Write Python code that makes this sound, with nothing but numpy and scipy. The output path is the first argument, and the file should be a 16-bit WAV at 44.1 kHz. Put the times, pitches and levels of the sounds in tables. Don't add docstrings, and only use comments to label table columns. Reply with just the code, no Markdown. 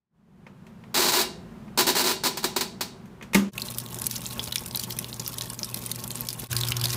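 import sys
import numpy as np
from scipy import signal
from scipy.fft import rfft, irfft
from scipy.io import wavfile

SR = 44100
rng = np.random.default_rng(int(sys.argv[2]) if len(sys.argv) > 2 else 0)


def transcribe(u):
    v = np.clip(np.atleast_2d(u).T, -1, 1)
    q = np.round(v * 32767).astype(np.int16)
    wavfile.write(sys.argv[1], SR, q)


N = 306936
T = np.arange(N) / SR
PULL_S, TUB_S, INLET_S = 3.3475, 3.517, 6.483
SPRAY_LEAD_S = .006
TOP_HZ = 15550

# start in seconds, number of teeth, relative level of a tooth in dB.
DIAL_TWISTS = [(0.942, 16, -23), (1.119, 10, -22.5), (1.7747, 4, -19), (1.867, 4, -20), (1.951, 7, -22.5),
               (2.04, 8, -23.5), (2.2357, 4, -22.5), (2.371, 1, -27), (2.429, 1, -33), (2.4404, 1, -20),
               (2.5619, 1, -20.5), (2.608, 1, -22), (2.808, 1, -23.5)]
# frequency in Hz, relative level in dB.
TOOTH_TONE = [(90, -35), (190, -7.5), (270, -0.5), (480, -3.5), (1000, -5), (1250, -2.5), (2500, -2.5),
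              (3300, -2), (4400, 1), (5600, -3), (8000, -4.5), (11000, -8.5), (15500, -5.5)]
# frequency in Hz, width in Hz, boost or cut in dB.
CONSOLE_PEAKS = [(252, 16, 7), (300, 49, -6), (374, 67, 12.5), (673, 24, 10.5), (725, 69, -6.5),
                 (813, 136, 7.5), (999, 94, 12), (2680, 110, -3), (3809, 34, 8.5), (4060, 76, 5),
                 (4460, 110, 4), (5350, 100, 4.5)]
# frequency in Hz, seconds to fade by 60 dB (called t60).
CONSOLE_RING = [(150, 0.84), (400, 0.78), (1000, 0.36), (2800, 0.37), (4500, 0.37), (8000, 0.33),
                (15000, 0.18)]
# pitch in Hz, relative level in dB.
FRAME_TONES = [(840, -4), (2300, -4), (2805, 1), (3770, -2), (3945, -5), (4408, -3), (4571, -2), (5110, -6),
               (5782, 2), (7990, -4.5), (9400, -1.5)]
# pitch in Hz, relative level in dB, t60 in seconds.
PANEL_TONES = [(256.8, 1.5, 0.15), (319, -6.5, .15), (389.2, -3.5, 0.28)]
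# start in seconds, tick level in dB, treble tilt in dB per octave.
KNOB_TICKS = [(0.466, -46.5, -4), (.666, -54, 2), (0.8374, -51.5, -2), (1.68, -52, -3), (3.056, -58, 7),
              (3.211, -43, -5), (3.225, -40.5, 1.5), (3.3332, -30.5, 4.5), (3.3454, -18.5, 6),
              (3.35, -19.5, -1)]
# frequency in Hz, relative level in dB.
TICK_TONE = [(100, -14), (500, 7), (700, -4), (1000, 4.5), (1600, 0.5), (2200, -1), (2900, -2.5),
             (4500, -10), (6500, -10.5), (9000, -17.5), (12000, -18), (15500, -25)]
# pitch in Hz, relative level in dB, t60 in seconds.
KNOB_TONES = [(946, -2, 0.029), (1900, -1, 0.026), (2130, 8.5, 0.013), (2490, -3.5, 0.031)]
# pitch in Hz, level in dB, t60 in seconds.
CABINET_TONES = [(62, -31.5, 0.23), (132, -36, 0.27), (186, -25, 0.29), (198.2, -10, 0.39),
                 (222.3, -25, 0.56), (277.5, -22, 0.337), (359, -25.5, 0.39), (395, -25, 0.22),
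                 (894, -27, 0.15), (1210, -29, 0.21)]
# time in seconds, splash level in dB, bubble pitch in Hz, bubble level in dB.
LOUD_DROPS = [(3.58, -31, 2560, -36), (3.6191, -33, 4060, -30.5), (3.7842, -27, 7600, -37),
              (4.0187, -31.5, 9800, -31), (4.0674, -25.5, 9500, -28), (4.1117, -32, 5870, -36.5),
              (4.163, -33, 6430, -35), (4.3944, -35, 3250, -29), (4.5253, -31.5, 3780, -29),
              (4.558, -23.5, 3560, -27.5), (4.582, -42, 5240, -32), (4.7487, -40, 3780, -31),
              (4.758, -40, 12800, -28.5), (4.7967, -32.5, 4300, -34), (4.907, -32.5, 3100, -36.5),
              (4.989, -26, 10600, -31), (5.1998, -39, 6500, -34.5), (5.278, -32.5, 12000, -31),
              (5.3844, -30.5, 4200, -40), (5.5014, -36, 8500, -36.5), (5.6319, -40, 5120, -29),
              (5.7442, -34, 3900, -35), (5.9154, -29, 4100, -39), (6.078, -40, 10900, -36),
              (6.1062, -35, 4030, -38), (6.208, -46, 12800, -29), (6.2884, -28, 4200, -34.5),
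              (6.5296, -27, 1510, -35), (6.567, -26.5, 4500, -30.5), (6.6116, -30, 3950, -30.5),
              (6.686, -28.5, 4930, -30.5), (6.72, -27, 2780, -28), (6.8136, -30.5, 4500, -31),
              (6.8563, -25, 4100, -25)]
# frequency in Hz, relative level in dB.
SPLASH_TONE = [(600, -16.5), (1500, -4.5), (3500, 4), (5000, 4), (7500, 2), (10000, 5.5), (15000, 4.5)]
# time in seconds, relative level in dB.
SPATTER_LEVELS = [(3.53, -41.5), (3.8, -42), (4.8, -40), (5.1, -45), (5.4, -41), (6.46, -41), (6.53, -36),
                  (6.95, -35.5)]
# frequency in Hz, relative level in dB.
CHURN_TONE = [(25, -25), (55, 0.5), (90, -2), (160, 4.5), (225, 2), (295, -8.5), (370, -5.5), (560, -9.5),
              (720, -13.5), (900, -10.5), (1100, -14), (1400, -17), (4000, -29), (15000, -21)]
# frequency in Hz, relative level in dB.
INLET_TONE = [(25, -14), (60, 8), (100, 12), (150, 9.5), (190, -2.5), (235, 2.5), (300, -6), (560, -5.5),
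              (740, -6.5), (1050, -3), (1700, -9), (4000, -24), (15000, -18)]
# frequency in Hz, width in Hz, boost in dB.
DRUM_PEAKS = [(230, 17, 4.5), (362, 21, 4), (599, 15, 9.5), (887, 97, 4.5), (1090, 33, 11)]
# frequency in Hz, t60 in seconds.
DRUM_RING = [(300, 0.46), (1100, 0.35), (4000, 0.19), (15000, 0.013)]
# multiple of the mains frequency, level over the tub in dB, level at the inlet in dB.
HUM_TONES = [(2, -44.5, -32.5), (4, -58.5, -56.5), (6, -60.5, -49.5), (18, -62, -52.5)]
# frequency in Hz, relative level in dB.
ROOM_TONE = [(25, -42), (45, -13), (90, -14.5), (125, -8), (185, -3), (230, -4.5), (280, -21), (380, -16),
             (500, -24.5), (1000, -25.5), (2500, -37.5), (5000, -45.5), (15000, -53.5)]
# time in seconds, level in dB.
ROOM_LEVELS = [(.09, -87), (.16, -64.5), (.3, -57), (.45, -50.5), (.85, -45.5), (1.5, -42), (2.7, -43.5),
               (3.3, -44.5)]


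def dial(tooth_gap_s=.0102, uneven_s=.0017, shared_part=.52, steel_db=-18, steel_t60=.36):
    def tooth():
        return snap(rise_s=.0022, crack_t60=.044, rattle_db=0, rattle_t60=.12)
    shared = tooth()
    snaps, knocks = np.zeros((2, N))
    t = np.arange(len(shared)) / SR
    for start, teeth, db in DIAL_TWISTS:
        knock_db = -27 + 2.8 * (db + 18)
        for k in range(teeth):
            late, extra_db = (k > 0) * rng.standard_normal(2)
            at = start + k * tooth_gap_s + uneven_s * late
            tones = sum(amp(level) * sine(hz, t) for hz, level in FRAME_TONES)
            steel = amp(steel_db) * unit_blow(tones * fall(t, steel_t60))
            click = np.sqrt(shared_part) * shared + np.sqrt(1 - shared_part) * tooth()
            add(snaps, at, amp(db + 1.5 + extra_db) * (click + steel))
            panel = sum(amp(level) * sine(hz, t) * fall(t, t60) for hz, level, t60 in PANEL_TONES)
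            add(knocks, at, amp(knock_db) * unit_blow(panel * rise(t, .003)))
    return through(snaps, tone_filter(TOOTH_TONE, CONSOLE_PEAKS)) + knocks


def snap(rise_s, crack_t60, rattle_db, rattle_t60, ring_db=-6):
    ring = dense_ring(CONSOLE_RING)
    t = np.arange(len(ring)) / SR
    crack_noise, rattle_noise, spikes = rng.standard_normal((3, len(t)))
    crack = unit_blow(crack_noise * spikes * fall(t, crack_t60))
    rattle = amp(rattle_db) * unit_blow(rattle_noise * fall(t, rattle_t60))
    return unit_blow((crack + rattle + amp(ring_db) * ring) * rise(t, rise_s))


def knob(knock_db=-3):
    out = np.zeros(N)
    for start, db, tilt_db in KNOB_TICKS:
        tick = snap(rise_s=.00029, crack_t60=.056, rattle_db=-.5, rattle_t60=.18)
        tick = unit_blow(through(tick, tone_filter(TICK_TONE, tilt_db=tilt_db)))
        t = np.arange(len(tick)) / SR
        knock = unit_blow(struck(KNOB_TONES, t, rise_s=.0026))
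        add(out, start, amp(db) * (tick + amp(knock_db) * knock))
    return out


def cabinet():
    return struck(CABINET_TONES, np.maximum(T - PULL_S, 0), rise_s=.0059)


def drops(rows, max_cycles):
    pings, splashes = np.zeros((2, N))
    for at, splash_db, hz, ping_db in rows:
        add(pings, at, amp(ping_db) * bubble(hz, max_cycles * rng.uniform(.54, 1)))
        burst = splash(1.423 * hz, spray_db=rng.uniform(-6, 3), scatter_s=.0016, octaves=.728)
        add(splashes, at - SPRAY_LEAD_S, amp(splash_db) * burst)
    return pings + through(splashes, tone_filter(SPLASH_TONE))


def bubble(hz, cycles, glide=.057, size=1500):
    turns = hz * np.arange(size) / SR
    pitch = hz * (1 + glide * np.tanh(turns / cycles))
    phase = 2 * np.pi * np.cumsum(pitch) / SR
    return unit_blow(np.sin(phase) * np.exp(-turns / cycles) * rise(turns, .5))


def splash(hz, spray_db, scatter_s, octaves, cycles=3, count=14, size=1500):
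    t = np.arange(size) / SR - SPRAY_LEAD_S
    slap = rng.standard_normal(size) * fall(abs(t), t60=.0045) * (t > 0)
    at = scatter_s * (rng.exponential(1, (count, 1)) - rng.exponential(.46, (count, 1)))
    pitch = hz * 2 ** (octaves * rng.standard_normal((count, 1)))
    pitch = np.where(pitch < TOP_HZ, pitch, TOP_HZ ** 2 / pitch)
    turns = pitch * np.maximum(t - at, 0)
    strength = rng.exponential(1, (count, 1)) * np.sqrt(pitch)
    ticks = strength * np.sin(2 * np.pi * turns) * np.exp(-turns / cycles)
    return unit_blow(unit_blow(slap) + amp(spray_db) * unit_blow(ticks.sum(0)))


def stray_drop_rows(per_s=17, low_hz=3360, high_hz=11440, spread_db=5, count=100):
    splash_db, ping_db = spread_db * rng.uniform(-1.17, 1, (count, 2)).T
    times = TUB_S + (np.arange(count) + 1 + .37 * rng.standard_normal(count)) / per_s
    hz = low_hz * (high_hz / low_hz) ** rng.random(count)
    db = curve(SPATTER_LEVELS, times)
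    rows = np.column_stack([times, db + 3 + splash_db, hz, db + 3.5 + ping_db])
    return rows[times < T[-1]]


def spatter(close, mist_db=-2, pings_db=-11, gurgle_db=-17):
    droplets = [splash(hz, spray_db=-3, scatter_s=.002, octaves=.43)
                for hz in np.geomspace(3800, 15000, 60)]
    spray = patter(droplets, per_s=420, spread_db=12, surge=.65)
    above = through(spray, tone_filter(SPLASH_TONE))
    beside = through(spray, tone_filter(SPLASH_TONE, tilt_db=-2))
    mist = (1 - close) * above + close * beside
    small_bubbles = [bubble(hz, cycles=5) for hz in np.geomspace(2400, 13500, 40)]
    pings = patter(small_bubbles, per_s=500, spread_db=9, surge=.68)
    deep_bubbles = [bubble(hz, cycles=7) for hz in np.geomspace(950, 2800, 40)]
    gurgle = patter(deep_bubbles, per_s=170, spread_db=10, surge=.4)
    mix = amp(mist_db) * mist + amp(pings_db) * pings + amp(gurgle_db) * gurgle
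    return amp(curve(SPATTER_LEVELS, T)) * mix


def patter(sounds, per_s, spread_db, surge):
    out = np.zeros(N)
    chance = per_s / SR * np.exp(surge * wander(25))
    hits = np.flatnonzero(rng.random(N) < chance)
    sizes = amp(spread_db * np.minimum(rng.exponential(1, N), 2.2))
    kinds = rng.integers(0, len(sounds), N)
    for i in hits:
        add(out, i / SR, sizes[i] * sounds[kinds[i]])
    return unit_rms(out)


def tub_echo(water, wall_db=-8, wall_t60=.0096, ring_db=-15, spots=4):
    sway = np.array([wander(14.4) for _ in range(spots)])
    out = water
    for weight in sway / np.linalg.norm(sway, axis=0):
        ring = dense_ring(DRUM_RING)
        t = np.arange(len(ring)) / SR
        bounces = rng.standard_normal(len(t)) * (rng.random(len(t)) < .03)
        walls = bounces * fall(t, wall_t60) * (t > .0012)
        echo = amp(wall_db) * walls / np.linalg.norm(walls) + amp(ring_db) * ring / np.linalg.norm(ring)
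        out = out + through(weight * water, echo)
    return out


def churn(close, tub_db=-42, inlet_db=-38, swell_db=2.38):
    rush = rng.standard_normal(N)
    above = amp(tub_db) * through(rush, tone_filter(CHURN_TONE, DRUM_PEAKS))
    beside = amp(inlet_db) * through(rush, tone_filter(INLET_TONE))
    return ((1 - close) * above + close * beside) * amp(swell_db * wander(31))


def valve(close, mains_hz=60, waver_db=1.1, drift_radians=.11):
    hum = np.zeros(N)
    for multiple, far_db, near_db in HUM_TONES:
        phase = 2 * np.pi * (multiple * mains_hz * T + rng.random()) + drift_radians * wander(14)
        hum += amp(far_db + (near_db - far_db) * close) * np.sqrt(2) * np.sin(phase)
    return hum * amp(waver_db * wander(7.7))


def room_murmur():
    murmur = through(rng.standard_normal(N), tone_filter(ROOM_TONE))
    return amp(curve(ROOM_LEVELS, T)) * unit_rms(murmur)


def struck(tones, t, rise_s):
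    return rise(t, rise_s) * sum(amp(db) * np.sin(2 * np.pi * hz * t) * fall(t, t60)
                                 for hz, db, t60 in tones)


def dense_ring(t60s, size=22050):
    hz, t, bands = signal.stft(rng.standard_normal(size), SR, nperseg=256)
    _, ring = signal.istft(bands * fall(t, spectrum(t60s, hz)[:, None]), SR)
    return unit_blow(ring[:size])


def tone_filter(points, peaks=(), tilt_db=0, size=8192):
    hz = np.fft.rfftfreq(size, 1 / SR)
    db = spectrum(points, hz) + tilt_db * np.log2(1 + hz / 1000)
    for centre, width, lift_db in peaks:
        db += lift_db / (1 + (2 * (hz - centre) / width) ** 2)
    log_gain = np.log(amp(np.concatenate([db, db[-2:0:-1]])))
    response = np.exp(np.conj(signal.hilbert(log_gain)))
    taps = np.fft.ifft(response).real[:size // 2]
    return taps / np.linalg.norm(taps)


def wander(per_s):
    hz = np.fft.rfftfreq(N, 1 / SR)
    return unit_rms(irfft(rfft(rng.standard_normal(N)) * np.exp(-(hz / per_s) ** 2), N))


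def spectrum(points, hz):
    known_hz, value = np.transpose(points)
    return np.interp(np.log(hz + 1), np.log(known_hz + 1), value)


def unit_blow(x):
    return x / np.sqrt(np.sum(x ** 2) / (.01 * SR) + 1e-20)


def unit_rms(x):
    return x / np.sqrt(np.mean(x ** 2) + 1e-20)


def amp(db):
    return 10 ** (np.asarray(db) / 20)


def sine(hz, t):
    return np.sin(2 * np.pi * (hz * t + rng.random()))


def curve(rows, times):
    return np.interp(times, *np.transpose(rows))


def rise(t, rise_time):
    return 1 - np.exp(-t / rise_time)


def fall(t, t60):
    return np.exp(-np.log(1000) * t / t60)


def through(x, taps):
    return signal.oaconvolve(x, taps)[:len(x)]


def add(mix, start_s, sound):
    part = mix[max(round(start_s * SR), 0):][:len(sound)]
    part += sound[:len(part)]


def scene(fade_out_s=.025, fade_in_s=.045, dip_s=.041):
    close = 1. * (T > INLET_S)
    controls = dial() + knob() + cabinet() + room_murmur()
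    water = drops(LOUD_DROPS, max_cycles=4.6) + drops(stray_drop_rows(), max_cycles=2.6) + spatter(close)
    filling = tub_echo(water) + churn(close) + valve(close)
    fade_out = np.clip((TUB_S - T) / fade_out_s, 0, 1) ** 2
    fade_in = np.clip((T - TUB_S) / fade_in_s, 0, 1)
    dip = np.clip(abs(T - INLET_S) / dip_s, 0, 1)
    return (fade_out * controls + fade_in * dip * filling)[None]


def record(dry):
    low_pass = signal.firwin(301, TOP_HZ, window=("kaiser", 8), fs=SR)
    return signal.oaconvolve(dry, low_pass[None], "same")


dry = scene()
out = record(dry)
transcribe(out)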